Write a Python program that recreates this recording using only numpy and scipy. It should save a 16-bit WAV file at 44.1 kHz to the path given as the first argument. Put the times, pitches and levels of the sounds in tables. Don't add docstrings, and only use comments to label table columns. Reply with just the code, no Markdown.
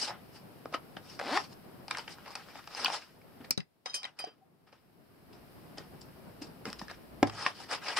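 import sys
import numpy as np
from scipy import signal
from scipy.fft import rfft, irfft, next_fast_len
from scipy.io import wavfile
from scipy.ndimage import uniform_filter1d

SR = 44100
rng = np.random.default_rng(int(sys.argv[2]) if len(sys.argv) > 2 else 0)


def pcm_store(signal):
    levels = np.round(np.clip(np.atleast_2d(signal), -1, 1) * 32767)
    wavfile.write(sys.argv[1], SR, levels.astype(np.int16).T)


def natural_amplitude(level_db):
    exponent = np.asarray(level_db, float) / 20
    return 10 ** exponent


N = 352423

# (frequency [Hz], density [dB per Hz])
FINE_WEAVE = [(1760, -24.5), (3000, -5.5), (3290, -13), (3830, -6.5), (4260, -1.5), (5210, 4.5),
              (6380, -10.5), (9390, -12), (10700, -19.5), (13000, -39)]


def evened(x):
    return x / np.sqrt(np.mean(x ** 2) + 1e-20)


def peaked(x, db):
    return natural_amplitude(db) * x / abs(x).max()


def read(points, hz):
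    f, value = np.transpose(points)
    return np.interp(np.log(hz + 1), np.log(f + 1), value)


def add(mix, s, sound):
    part = mix[..., round(s * SR):][..., :sound.shape[-1]]
    part += sound[..., :part.shape[-1]]


def add_pair(mix, s, sound, lag=0):
    lag = lag + 19 * (3.45 < s < 4.5)
    add(mix[0], s + lag / SR, sound)
    add(mix[1], s, sound)


def coloured(x, spectrum, causal=False):
    top_hz = 15800
    size = next_fast_len(x.shape[-1])
    gain = natural_amplitude(read(spectrum, np.fft.rfftfreq(size, 1 / SR)))
    if causal:
        log_gain = np.log(np.concatenate([gain, gain[-2:0:-1]]))
        gain = gain * np.exp(-1j * signal.hilbert(log_gain).imag[:len(gain)])
    gain[round(top_hz / SR * size):] = 0
    return evened(irfft(rfft(x, size) * gain, size)[..., :x.shape[-1]])


def paired(x, same):
    size = next_fast_len(N)
    a, b = rfft(x, size)
    likeness = np.clip(read(same, np.fft.rfftfreq(size, 1 / SR)), 0, 1)
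    mid = np.sqrt((1 + likeness) / 2) * a
    side = np.sqrt((1 - likeness) / 2) * b
    return irfft(np.array([mid + side, mid - side]), size)[:, :N]


def resonate(x, hz, width):
    return signal.lfilter(*signal.iirpeak(hz, hz / width, SR), x)


def resonate_twice(x, hz, width):
    return resonate(resonate(x, hz, width), hz, width)


def drift(per_s):
    return evened(signal.sosfilt(signal.butter(2, per_s, fs=SR, output="sos"), rng.standard_normal(N)))


def ring(modes, start_s, upper=1, uneven_db=0, damp_s=1, struck=False):
    t = np.arange(SR // 3) / SR
    wobbles = rng.standard_normal((len(modes), len(t)))
    waver = natural_amplitude(uneven_db * np.array([evened(uniform_filter1d(w, 180)) for w in wobbles]))
    sound = np.zeros(len(t))
    for k, (hz, db, t60) in enumerate(modes):
        phase = rng.random() * (not struck)
        level = natural_amplitude(db - 60 * t / t60) * waver[k] * (upper if k > 4 else 1)
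        sound += level * np.sin(2 * np.pi * (hz * t + phase))
    finger = natural_amplitude(-900 * np.maximum(t - damp_s, 0))
    return peaked(sound * (1 - np.exp(-t / max(start_s, 1e-4))) * finger, 0)


def ducking(t):
    # (time [s], depth [dB])
    ducks = [
        (2.97, 5.5),
        (3.509, 21.5),
        (3.94, 20),
        (4.189, 20),
        (7.23, 5.5),
    ]
    hold_s, creep_db_per_s, recover_db_per_s, attack_s = 0.26, 5.5, 11.5, 0.011
    drops = []
    for s, depth_db in ducks:
        since = np.maximum(t - s, 0)
        drop = depth_db * np.clip((t - s) / attack_s, 0, 1)
        drop = drop - creep_db_per_s * since - recover_db_per_s * np.maximum(since - hold_s, 0)
        drops.append(np.maximum(drop, 0))
    return -np.max(drops, axis=0)


def background():
    # (frequency [Hz], density [dB per Hz])
    hiss_spectrum = [(710, -26.5), (1200, -4), (1790, -6), (3030, -7.5), (3440, -12), (5130, -9),
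                     (6500, -23), (8200, -16), (11500, -12), (14400, -11), (15700, -20.5)]
    # (frequency [Hz], density [dB per Hz])
    tone_spectrum = [(12, -38.5), (20, -9.5), (27, -10.5), (48, -16.5), (87, -3), (156, 1.5), (455, -5.5),
                     (505, -8), (663, -7.5), (1780, -22), (3000, -37), (3900, -65.5), (6600, -120)]
    # (frequency [Hz], left-right likeness [0-1])
    tone_same = [(60, 0.32), (240, 0.34), (950, 0.17), (3770, 0.006), (15000, 0.15)]
    # (time [s], level over the hiss [dB])
    stir = [(0, 12.5), (.55, 14.5), (1.0, 15), (1.8, 16), (2.25, 10.5), (2.98, 8), (3.3, 17), (3.5, 14),
            (3.7, 16), (3.9, 17.5), (4.34, 20.5), (4.6, 15.5), (5.5, 15.5), (6.7, 16), (7.1, 14), (7.3, 18),
            (7.99, 9.5)]
    # (time [s], level [dB])
    hum_levels = [
        (5.0, -105),
        (5.4, -71.5),
        (6.9, -66.5),
        (7.3, -63),
        (7.5, -83),
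    ]
    hiss_db = -72
    t = np.arange(N) / SR
    hiss = coloured(rng.standard_normal((2, N)), hiss_spectrum) * natural_amplitude(9.0)
    tone = coloured(paired(rng.standard_normal((2, N)), tone_same), tone_spectrum)
    hum = evened(resonate(rng.standard_normal(N), 60, 8)) * natural_amplitude(np.interp(t, *np.transpose(hum_levels)))
    converter_spectrum = [(4500, 6.0), (6500, -2), (9000, 1.5), (15500, 0)]  # (frequency [Hz], density [dB per Hz])
    converter = natural_amplitude(-83.0) * coloured(rng.standard_normal((2, N)), converter_spectrum)
    rumble = signal.sosfiltfilt(signal.butter(2, 75, fs=SR, output="sos"), tone)
    stir_db = np.interp(t, *np.transpose(stir)) + 3.5 + 1.6 * drift(8.9)
    tone = (tone - rumble) * natural_amplitude(stir_db) + rumble * natural_amplitude(16.0)
    return (hiss + tone) * natural_amplitude(hiss_db + ducking(t)) + hum + converter


def room(x):
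    # (frequency [Hz], t60 [s])
    decay = [(100, 0.21), (2000, 0.13), (6000, 0.11), (12000, 0.024)]
    taps = np.zeros((2, SR // 2))
    at = np.arange(100, SR // 2 - 20, 20) + rng.integers(0, 20, (2, (SR // 2 - 101) // 20))
    np.put_along_axis(taps, at, rng.choice([-1., 1.], at.shape), 1)
    hz, t, z = signal.stft(taps, SR, nperseg=256)
    tail = signal.istft(z * natural_amplitude(-60 * t / read(decay, hz)[:, None]), SR, nperseg=256)[1]
    return signal.fftconvolve(x[None], tail / np.linalg.norm(tail[0]), axes=1)[:, :N]


def patchy(x, depth_db):
    z = signal.stft(x, nperseg=256)[2]
    patches = uniform_filter1d(rng.standard_normal(z.shape[1:]), size=4, axis=0)
    patches = uniform_filter1d(patches, size=9, axis=1)
    return signal.istft(z * natural_amplitude(depth_db * evened(patches)), nperseg=256)[1][:, :N]


def cloth(snaps_per_s=4000, spread_db=1.4, flicker_db=1.3):
    # (time of most pressure [s], pressure [dB],
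    # press-on [s], ease-off [s], fine over coarse [dB])
    rubs = [(.968, -49, 0.0037, 0.038, -10), (1.372, -42.5, 0.15, 0.067, 0.5),
            (1.402, -45, 0.0077, 0.055, -3.5), (1.44, -54, .05, 0.046, 4.5),
            (1.53, -60.5, .06, .02, 3), (1.912, -44.5, 0.024, 0.14, -5.5),
            (1.99, -43.5, 0.033, 0.059, -3), (2.08, -46, .006, 0.075, -8.5),
            (2.19, -57, 0.051, 0.07, -12), (2.275, -47.5, 0.065, 0.084, -9.5),
            (2.31, -51.5, .01, 0.081, -3), (2.357, -49.5, .01, 0.2, -5.5), (2.49, -56, .03, 0.11, -4),
            (2.568, -52, .06, 0.14, -5), (2.87, -48.5, 0.13, .09, -12.5),
            (7.272, -41, .008, 0.045, -4.5), (7.297, -48.5, .04, .01, -5),
            (7.338, -59, .004, .04, -7), (7.468, -39, 0.022, 0.048, -2), (7.51, -63, .05, 0.064, -3),
            (7.971, -31.5, 0.012, 0.045, 1.5), (7.99, -33, 0.03, .01, -3),
            (0.086, -40, 0.061, 0.087, -23.5), (0.363, -57.5, 0.048, 0.045, 3.5),
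               (0.745, -35.5, 0.016, 0.027, -9), (3.27, -67, .03, 0.117, -22.5),
               (3.414, -56, 0.035, 0.0417, -29.5), (3.448, -49, 0.011, 0.018, -8.5),
               (3.508, -48.5, .001, 0.02, 16), (3.578, -44, 0.0012, 0.027, -9),
               (3.862, -45, 0.0065, 0.07, -6), (3.947, -46, 0.012, 0.061, 4),
               (4.049, -47.5, 0.029, 0.059, -7.5), (4.2, -50, 0.025, 0.096, -5),
               (4.28, -57, 0.1, 0.068, -19.5), (4.675, -63, .012, 0.068, -10),
               (4.727, -61.5, 0.0086, 0.1, -9), (5.329, -60, .006, 0.094, -3.5),
               (5.775, -50, 0.0049, 0.088, -5.5), (6.012, -73, 0.0043, 0.063, 15.5),
               (6.422, -54, 0.0091, 0.056, 7.5), (6.66, -47, 0.013, 0.15, -3),
               (6.79, -59, .008, 0.048, 8.5), (6.818, -51.5, 0.004, 0.057, -3),
               (6.909, -49.5, 0.052, 0.067, -5.5)]
    drags = [
        (.04, -46.5, 0.46, 0.0786, 9.5),
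        (1.125, -58, 0.11, 0.077, 3),
        (2.12, -62, 0.061, 0.038, 10),
        (2.82, -42, 0.13, 0.24, -2),
        (2.95, -39.5, 0.047, 0.033, 1),
        (7.43, -41.5, 0.13, 0.11, -4.5),
        (7.61, -50, 0.093, 0.086, -0.5),
        (7.73, -35, 0.043, 0.059, -5),
        (7.888, -37.5, 0.081, 0.09, -6),
    ]
    # (frequency [Hz], density [dB per Hz])
    coarse_weave = [(150, -49.5), (250, -13), (377, -8.5), (530, -7.5), (885, -1), (1150, -5), (1230, -2),
                    (3800, -14), (4940, -49.5), (8360, -120)]
    # (frequency [Hz], left-right likeness [0-1])
    cloth_same = [(60, 0.64), (180, 1), (550, 1), (1650, 0.99), (4970, 0.25), (15000, 0.24)]
    uneven = natural_amplitude(spread_db * np.minimum(rng.exponential(1, N), 2.8))
    snaps = rng.standard_normal((2, N)) * (rng.random(N) < snaps_per_s / SR) * uneven
    grains = paired(evened(snaps) + 2.3 * rng.standard_normal((2, N)), cloth_same)
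    grains = patchy(grains * natural_amplitude(flicker_db * drift(40)), depth_db=2.5)
    t, coarse, fine = np.arange(N) / SR, np.zeros(N), np.zeros(N)
    for rows, rounding in [(rubs, 0.89), (drags, 1.7)]:
        for s, pressure_db, on_s, off_s, fine_db in rows:
            on_s, off_s = np.clip([on_s, off_s], .001, .5)
            at = slice(max(round((s - 3 * on_s) * SR), 0), round((s + 3 * off_s) * SR))
            away = np.maximum((s - t[at]) / on_s, (t[at] - s) / off_s)
            power = natural_amplitude(pressure_db - 20 * away ** rounding) ** 2
            coarse[at] += power
            fine[at] += power * natural_amplitude(fine_db + 0.86) ** 2
    return coloured(grains, coarse_weave) * np.sqrt(coarse) + coloured(grains, FINE_WEAVE) * np.sqrt(fine)


def dull_knocks():
    # (time [s], peak [dB], frequency [Hz])
    knocks = [(0.096, -33.5, 728), (3.404, -40, 252), (3.506, -47, 212), (4.269, -38, 443),
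              (5.78, -41, 284), (6.414, -33.5, 286), (6.427, -42, 336), (6.446, -39, 254),
              (6.822, -38, 238), (6.653, -32, 356), (6.676, -31.5, 206), (6.814, -35.5, 198),
              (7.463, -36.5, 243)]
    out = np.zeros(N)
    for s, db, hz in knocks:
        add(out, s, natural_amplitude(db) * ring([(hz, 0, .04), (1.3 * hz, -4, .03)], 0.0098, uneven_db=7.5))
    return out


def ticks():
    # (time [s], peak [dB], body [Hz], bright edge [dB])
    dull_ticks = [(.656, -34.5, 384, -11), (.726, -37.5, 620, -7), (1.192, -29, 1386, -2.5),
                  (1.3735, -17.5, 1000, -16), (1.971, -29.5, 980, 2.5), (1.984, -31.5, 960, 4.5),
                  (2.279, -38, 895.2, -4), (2.749, -36, 840, -2), (2.8815, -35, 850, -6.5),
                  (2.9005, -30, 894, -9), (3.942, -34, 1940, 14), (4.24, -32, 742.4, -9),
                  (4.247, -48, 1500, 13), (2.641, -44, 1600, -6), (3.216, -51, 1782, -10),
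                  (6.016, -54, 718.7, 15), (6.654, -32.5, 1620, 1.5), (6.677, -40, 550, -14.5),
                  (6.729, -32, 1813, 3.5), (6.815, -37, 960, -4), (6.882, -41, 1740, 1),
                  (6.899, -37, 1600, -8), (6.913, -40.5, 775.8, 1)]
    plastic_ticks = [(.74, -28.5, 1280, -17), (.745, -38, 1330, -22.5), (.969, -38, 740, -12),
                     (1.196, -28, 680, -6), (1.212, -31.5, 744, -13), (1.881, -38.5, 874.8, 6),
                     (1.91, -27.5, 1190, 2), (1.948, -30, 1360, -12), (2.078, -35.5, 1490, -11),
                     (2.353, -36, 1010, 7), (2.555, -38.5, 666, -11), (2.674, -37, 830, -1.5),
                     (3.5075, -27, 940, 14), (4.727, -47.5, 630, -11.5), (5.782, -39.5, 600, 3.5),
                     (6.701, -41, 507, 7.5), (6.793, -41.5, 2090, 6), (7.228, -21, 1380, -4),
                     (7.297, -32, 1100, -3.5), (7.463, -19.5, 1190, -14), (7.972, -29, 1101, -11)]
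    hard_ticks = [
        (2.846, -35, 1060, 13),
        (2.8585, -27.5, 1520, -9),
        (3.576, -40, 1200, 12),
        (3.603, -40, 1900, -12),
        (3.858, -37.5, 730, 4.5),
        (4.031, -39, 753, 5),
        (4.042, -47, 1930, 8),
        (4.051, -34, 850, -5),
        (4.188, -42.5, 703, 5),
    ]
    nail_catches = [(1.401, -31, 900, -6), (2.184, -42, 970, -12), (2.261, -41, 870, -6),
                    (2.305, -40, 810, -4), (2.356, -37, 895, 5), (2.485, -44, 1010, -7),
                    (7.272, -38, 900, 0), (7.336, -42, 800, -2), (7.603, -37, 842, -3),
                    (7.713, -31, 1120, 3), (7.846, -40, 1000, -2), (7.884, -27, 1960, -7)]
    # (ticks, thin shell [dB], t60 [s], shell [Hz])
    kinds = [(dull_ticks, -14.5, 0.016, 2700), (plastic_ticks, -2.5, 0.024, 2260),
             (hard_ticks, 4.4, 0.034, 2780), (nail_catches, -16.5, 0.014, 2400)]
    out, t = np.zeros((2, N)), np.arange(2048) / SR
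    high = signal.butter(2, 3800, "high", fs=SR)
    for rows, shell_db, t60, kind_hz in kinds:
        fall = natural_amplitude(-60 * t / max(t60, .004)) * np.minimum(t / 0.00047, 1)
        for s, db, hz, bright_db in rows:
            noise = rng.standard_normal((3, len(t)))
            shell_hz = kind_hz * rng.uniform(0.82, 1.19)
            body = resonate_twice(noise[0] * fall, hz, 0.82 * hz)
            shell = resonate_twice(noise[1] * fall, shell_hz, 1700)
            fizz = signal.lfilter(*high, coloured(noise[2], FINE_WEAVE)) * fall ** 1.8
            click = 3.0 * (t == t[9])
            edge = fizz + natural_amplitude(-5.5) * resonate_twice(fizz + click, 5000, 1500)
            tick = peaked(body, db) + peaked(shell, db + shell_db) + peaked(edge, db + bright_db)
            add_pair(out, s, tick, lag=rng.integers(0, 4))
    return out


def pings():
    # (time [s], peak [dB], frequency [Hz], t60 [s])
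    panel_pings = [(.656, -36, 630, 0.028), (0.658, -34.5, 1260, 0.011), (.656, -49, 2190, 0.0072),
                   (0.742, -28, 1260, 0.023), (0.745, -28, 1260, 0.022), (.746, -33.5, 646, 0.035),
                   (0.746, -33, 2990, 0.04), (0.968, -39.5, 3050, .016), (0.968, -42, 1630, .014),
                   (1.192, -28.5, 1290, 0.011), (1.374, -23.5, 1790, 0.024), (1.909, -31, 1040, 0.034),
                   (1.911, -40, 1550, 0.02299), (1.91, -29.5, 2340, 0.021), (1.91, -32.5, 3680, 0.024),
                   (1.909, -35, 8400, 0.0065), (1.985, -35.5, 920, 0.049), (1.994, -38, 4860, 0.011),
                   (1.995, -38, 3050, 0.01), (1.994, -41, 1400, 0.011), (2.354, -40, 2550, 0.026),
                   (2.749, -31, 5000, 0.012), (2.8462, -16.5, 4670, 0.0079), (2.847, -28, 1050, 0.02),
                   (2.848, -24, 2940, 0.016), (2.856, -27.5, 2400, 0.00697), (2.859, -17.5, 3160, 0.0072),
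                   (2.859, -23, 2590, 0.022), (2.868, -29.5, 1450, 0.023), (2.869, -32, 2970, 0.017),
                   (2.8814, -29.5, 4900, 0.0056), (2.8815, -25.5, 799, 0.016), (2.901, -26, 950, 0.018),
                   (3.5075, -21.5, 5000, 0.012), (3.5087, -29, 4530, 0.011), (3.508, -30, 2325, .02),
                   (3.5077, -32.5, 300, 0.007), (3.507, -32, 1250, .01), (3.5084, -18, 5400, 0.017),
                   (3.5085, -26, 5900, 0.013), (3.5087, -28.5, 7750, .012), (3.576, -28, 3920, 0.022),
                   (3.6033, -38, 4980, 0.015), (3.859, -37.5, 755, 0.065), (4.042, -31.5, 3840, 0.027),
                   (4.042, -39.5, 4840, 0.027), (4.042, -40.5, 1880, 0.028), (4.051, -37, 3100, .03),
                   (4.24, -31.5, 725, 0.042), (6.012, -54, 7360, 0.022), (7.229, -38, 7470, 0.011),
                   (7.4627, -23.5, 1065, 0.031), (7.4627, -23.5, 1830, 0.021), (7.464, -26, 2660, 0.017),
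                   (7.972, -27.5, 1120, 0.026),
                   (5.783, -39, 4900, 0.025), (5.783, -46, 1860, 0.034), (6.654, -39.5, 1360, 0.022),
                  (6.654, -38, 2100, 0.022), (6.815, -32.5, 964, 0.022), (6.815, -39, 1780, 0.025),
                  (6.883, -41.5, 1720, .03), (6.9, -40, 1700, .025), (6.913, -38.5, 720, 0.024),
                  (6.913, -40, 1690, .025), (6.794, -43, 5130, 0.011), (1.227, -38, 750, .04)]
    start_s = 0.00029
    out, t = np.zeros((2, N)), np.arange(2048) / SR
    for s, db, hz, t60 in panel_pings:
        envelope = natural_amplitude(-60 * t / max(t60, .004)) * (1 - np.exp(-t / start_s))
        add_pair(out, s, peaked(envelope * np.sin(2 * np.pi * hz * t), db))
    return out


def zipper(jitter=0.015):
    # (time [s], tooth rate [teeth per s])
    slider = [
        (1.2, 73),
        (1.232, 78.4),
        (1.268, 144),
        (1.286, 185),
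        (1.308, 221),
        (1.322, 258),
        (1.352, 349),
        (1.376, 415),
        (1.401, 370),
    ]
    # (frequency [Hz], density [dB per Hz])
    pouch_body = [(100, -50), (500, -26), (900, -10), (1200, 0), (1500, -3), (2200, -8), (4000, -35)]
    # (frequency [Hz], density [dB per Hz])
    tape_fizz = [(300, -25.5), (700, -4.5), (1400, -1), (1900, -2.5), (3000, -7.5), (5100, -6),
                 (6300, -23.5), (9000, -23.5), (12000, -42)]
    # (multiple of the tooth rate, level [dB])
    whirr_tones = [(1, -1), (2, 1), (3, 0), (4, -3), (5, -6), (6, -9), (7, -12)]
    # (frequency [Hz], gain [dB])
    whirr_body = [(190, -24), (245, 5), (500, -3.5), (800, 5.5), (1100, 2), (1600, -9.5), (2200, -5),
                  (3000, -15)]
    stop_s, stop_db_per_s = 1.374, 896
    flap_hz, flap_width_hz = 745, 163

    s, speed = np.transpose(slider)
    t = np.arange(s[0], s[-1], 1 / SR)
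    teeth_per_s = np.interp(t, s, speed)
    octaves = np.log2(teeth_per_s / 100)
    stop_db = stop_db_per_s * np.maximum(t - stop_s, 0)

    def pull_gain(db, db_per_octave):
        return natural_amplitude(db + db_per_octave * octaves - stop_db)

    turns = np.cumsum(teeth_per_s * (1 + jitter * drift(60)[-len(t):])) / SR
    clicks = np.diff(np.floor(turns), prepend=0) * natural_amplitude(0.99 * rng.standard_normal(len(t))) / np.sqrt(teeth_per_s)
    puffs = (0.45 + np.exp(-(turns % 1) / 0.41)) * rng.standard_normal(len(t))
    flap = evened(resonate(resonate(clicks, flap_hz, flap_width_hz), flap_hz, 3.9 * flap_width_hz))
    whirr = np.zeros(len(t))
    for k, db in whirr_tones:
        whirr += natural_amplitude(db + read(whirr_body, k * teeth_per_s)) * np.cos(2 * np.pi * (k * turns + k * k / 7))
    sound = pull_gain(-58.5, 7.5) * coloured(-clicks, pouch_body, causal=True)
    sound += pull_gain(-47, 6.5) * coloured(puffs, tape_fizz)
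    sound += pull_gain(-45, -3) * flap + pull_gain(-54, 10) * whirr
    out = np.zeros(N)
    add(out, s[0], sound * signal.windows.tukey(len(t), .08))
    return out


def snaps():
    # (time [s], peak [dB])
    hard_snaps = [
        (2.846, -30.5),
        (3.5067, -15.5),
    ]
    out, t = np.zeros((2, N)), np.arange(2048) / SR
    for s, db in hard_snaps:
        crack = rng.standard_normal(len(t)) * natural_amplitude(-60 * t / 0.0085)
        add_pair(out, s, peaked(resonate_twice(crack, 14000, 5000), db))
    return out


def desk_blow():
    # (time [s], peak [dB])
    blow = [
        (3.576, -33),
    ]
    # (frequency [Hz], level [dB], t60 [s])
    desk_modes = [(150, -6.5, 0.14), (182.5, -0.5, 0.114), (396, -8.5, 0.091), (547, -16, 0.08)]
    out = np.zeros(N)
    for s, db in blow:
        add(out, s, natural_amplitude(db) * ring(desk_modes, 0.00075, uneven_db=3.0, damp_s=0.054))
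    return out * np.array([[5.2], [-3.2]])


def metal_part():
    # (time [s], peak [dB])
    clasp_taps = [
        (3.8584, -33.5),
        (3.896, -34),
    ]
    # (frequency [Hz], level [dB], t60 [s])
    clasp_modes = [(3150, -4.5, 0.17), (3830, -5, 0.14), (5006, 4.5, 0.071), (5367, -11, 0.12),
                   (6078, -7, 0.14), (8640, -28, 0.0995), (9620, -30.5, 0.094), (10300, -27.5, .1)]
    # (time [s], peak [dB], softness of start [s], share of upper modes, time until damped [s])
    chinks = [
        (3.934, -38.5, 0.0014, 0.36, .09),
        (3.9422, -23, 0.0031, 1.9, 0.079),
        (4.19, -31, 0.0013, 1.5, 0.14),
        (4.208, -38.5, 0.00152, 0.54, 0.1),
    ]
    # (frequency [Hz], level [dB], t60 [s])
    part_modes = [(2498, -2, .12), (3092, -6, .25), (4016, -14, .095), (4848, -6, .3), (4963, -1, .12),
                  (5324, -8, .22), (5873, -10, .14), (6385, -6, .075), (7693, -10, .08), (8802, -5, .078),
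                  (9625, -24, .12), (10560, -8, .1), (13720, -30, .11)]
    edge_modes = [(2490, -1, .11), (3092, -9, .38), (4759, -16, .12), (4845, 0, .25), (4963, -10, .2),
                  (3700, -20, .05), (5290, -13, .12), (6056, -21, .1), (7500, -15, .04), (8300, -9, .07),
                  (8700, -13, .1), (10520, -4, .09), (10850, -14, .12), (12950, -24, .08)]
    edge_from_s = 4.1
    out = np.zeros((2, N))
    for s, db in clasp_taps:
        add_pair(out, s, natural_amplitude(db) * ring(clasp_modes, 0.001197, uneven_db=2.0))
    for s, db, start_s, upper, damp_s in chinks:
        modes = part_modes if s < edge_from_s else edge_modes
        add_pair(out, s, natural_amplitude(db) * ring(modes, start_s, upper, uneven_db=0.5, damp_s=damp_s))
    return out


def creak():
    # (frequency [Hz], level [dB], t60 [s])
    blip = [
        (4.41, -59),
        (765, 0, .2),
    ]
    s, db = blip[0]
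    out = np.zeros(N)
    add(out, s, natural_amplitude(db) * ring(blip[1:], 0.01085, uneven_db=2.5, damp_s=0.029))
    return out


def box_blow():
    # (time [s], peak [dB])
    blow = [
        (7.2284, -7),
    ]
    # (frequency [Hz], level [dB], t60 [s])
    box_modes = [(106, -21.5, 0.47), (162, -21, 0.13), (292, -4, 0.049), (342, 4, 0.029),
                 (595, -1.5, 0.033), (740, 2.5, 0.019), (1000, -3.5, 0.03), (1310, -4.5, 0.024),
                 (1600, -3, 0.017), (2070, -8, 0.014)]
    left_db = -2
    out = np.zeros(N)
    for s, db in blow:
        add(out, s, natural_amplitude(db) * ring(box_modes, 0.00065, uneven_db=2.0, struck=True))
    return out * natural_amplitude(np.array([[left_db], [0]]))


def scene():
    room_db, left_db, low_cut_hz = -12.5, 0.83, 90
    near = cloth() + dull_knocks() + ticks() + pings() + zipper() + snaps()
    near = near + desk_blow() + metal_part() + creak() + box_blow()
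    near = signal.lfilter(*signal.butter(2, low_cut_hz, "high", fs=SR), near)
    mix = near + natural_amplitude(room_db) * room(near.mean(0)) + background()
    return mix * natural_amplitude(np.array([[left_db], [-left_db]]))


def roll_off(x):
    return signal.sosfilt(signal.butter(12, 16580, fs=SR, output="sos"), x)


def record(dry):
    mix = signal.oaconvolve(dry, signal.firwin(255, 16500, fs=SR)[None], "same")
    return roll_off(mix)


dry = scene()
out = record(dry)
pcm_store(out)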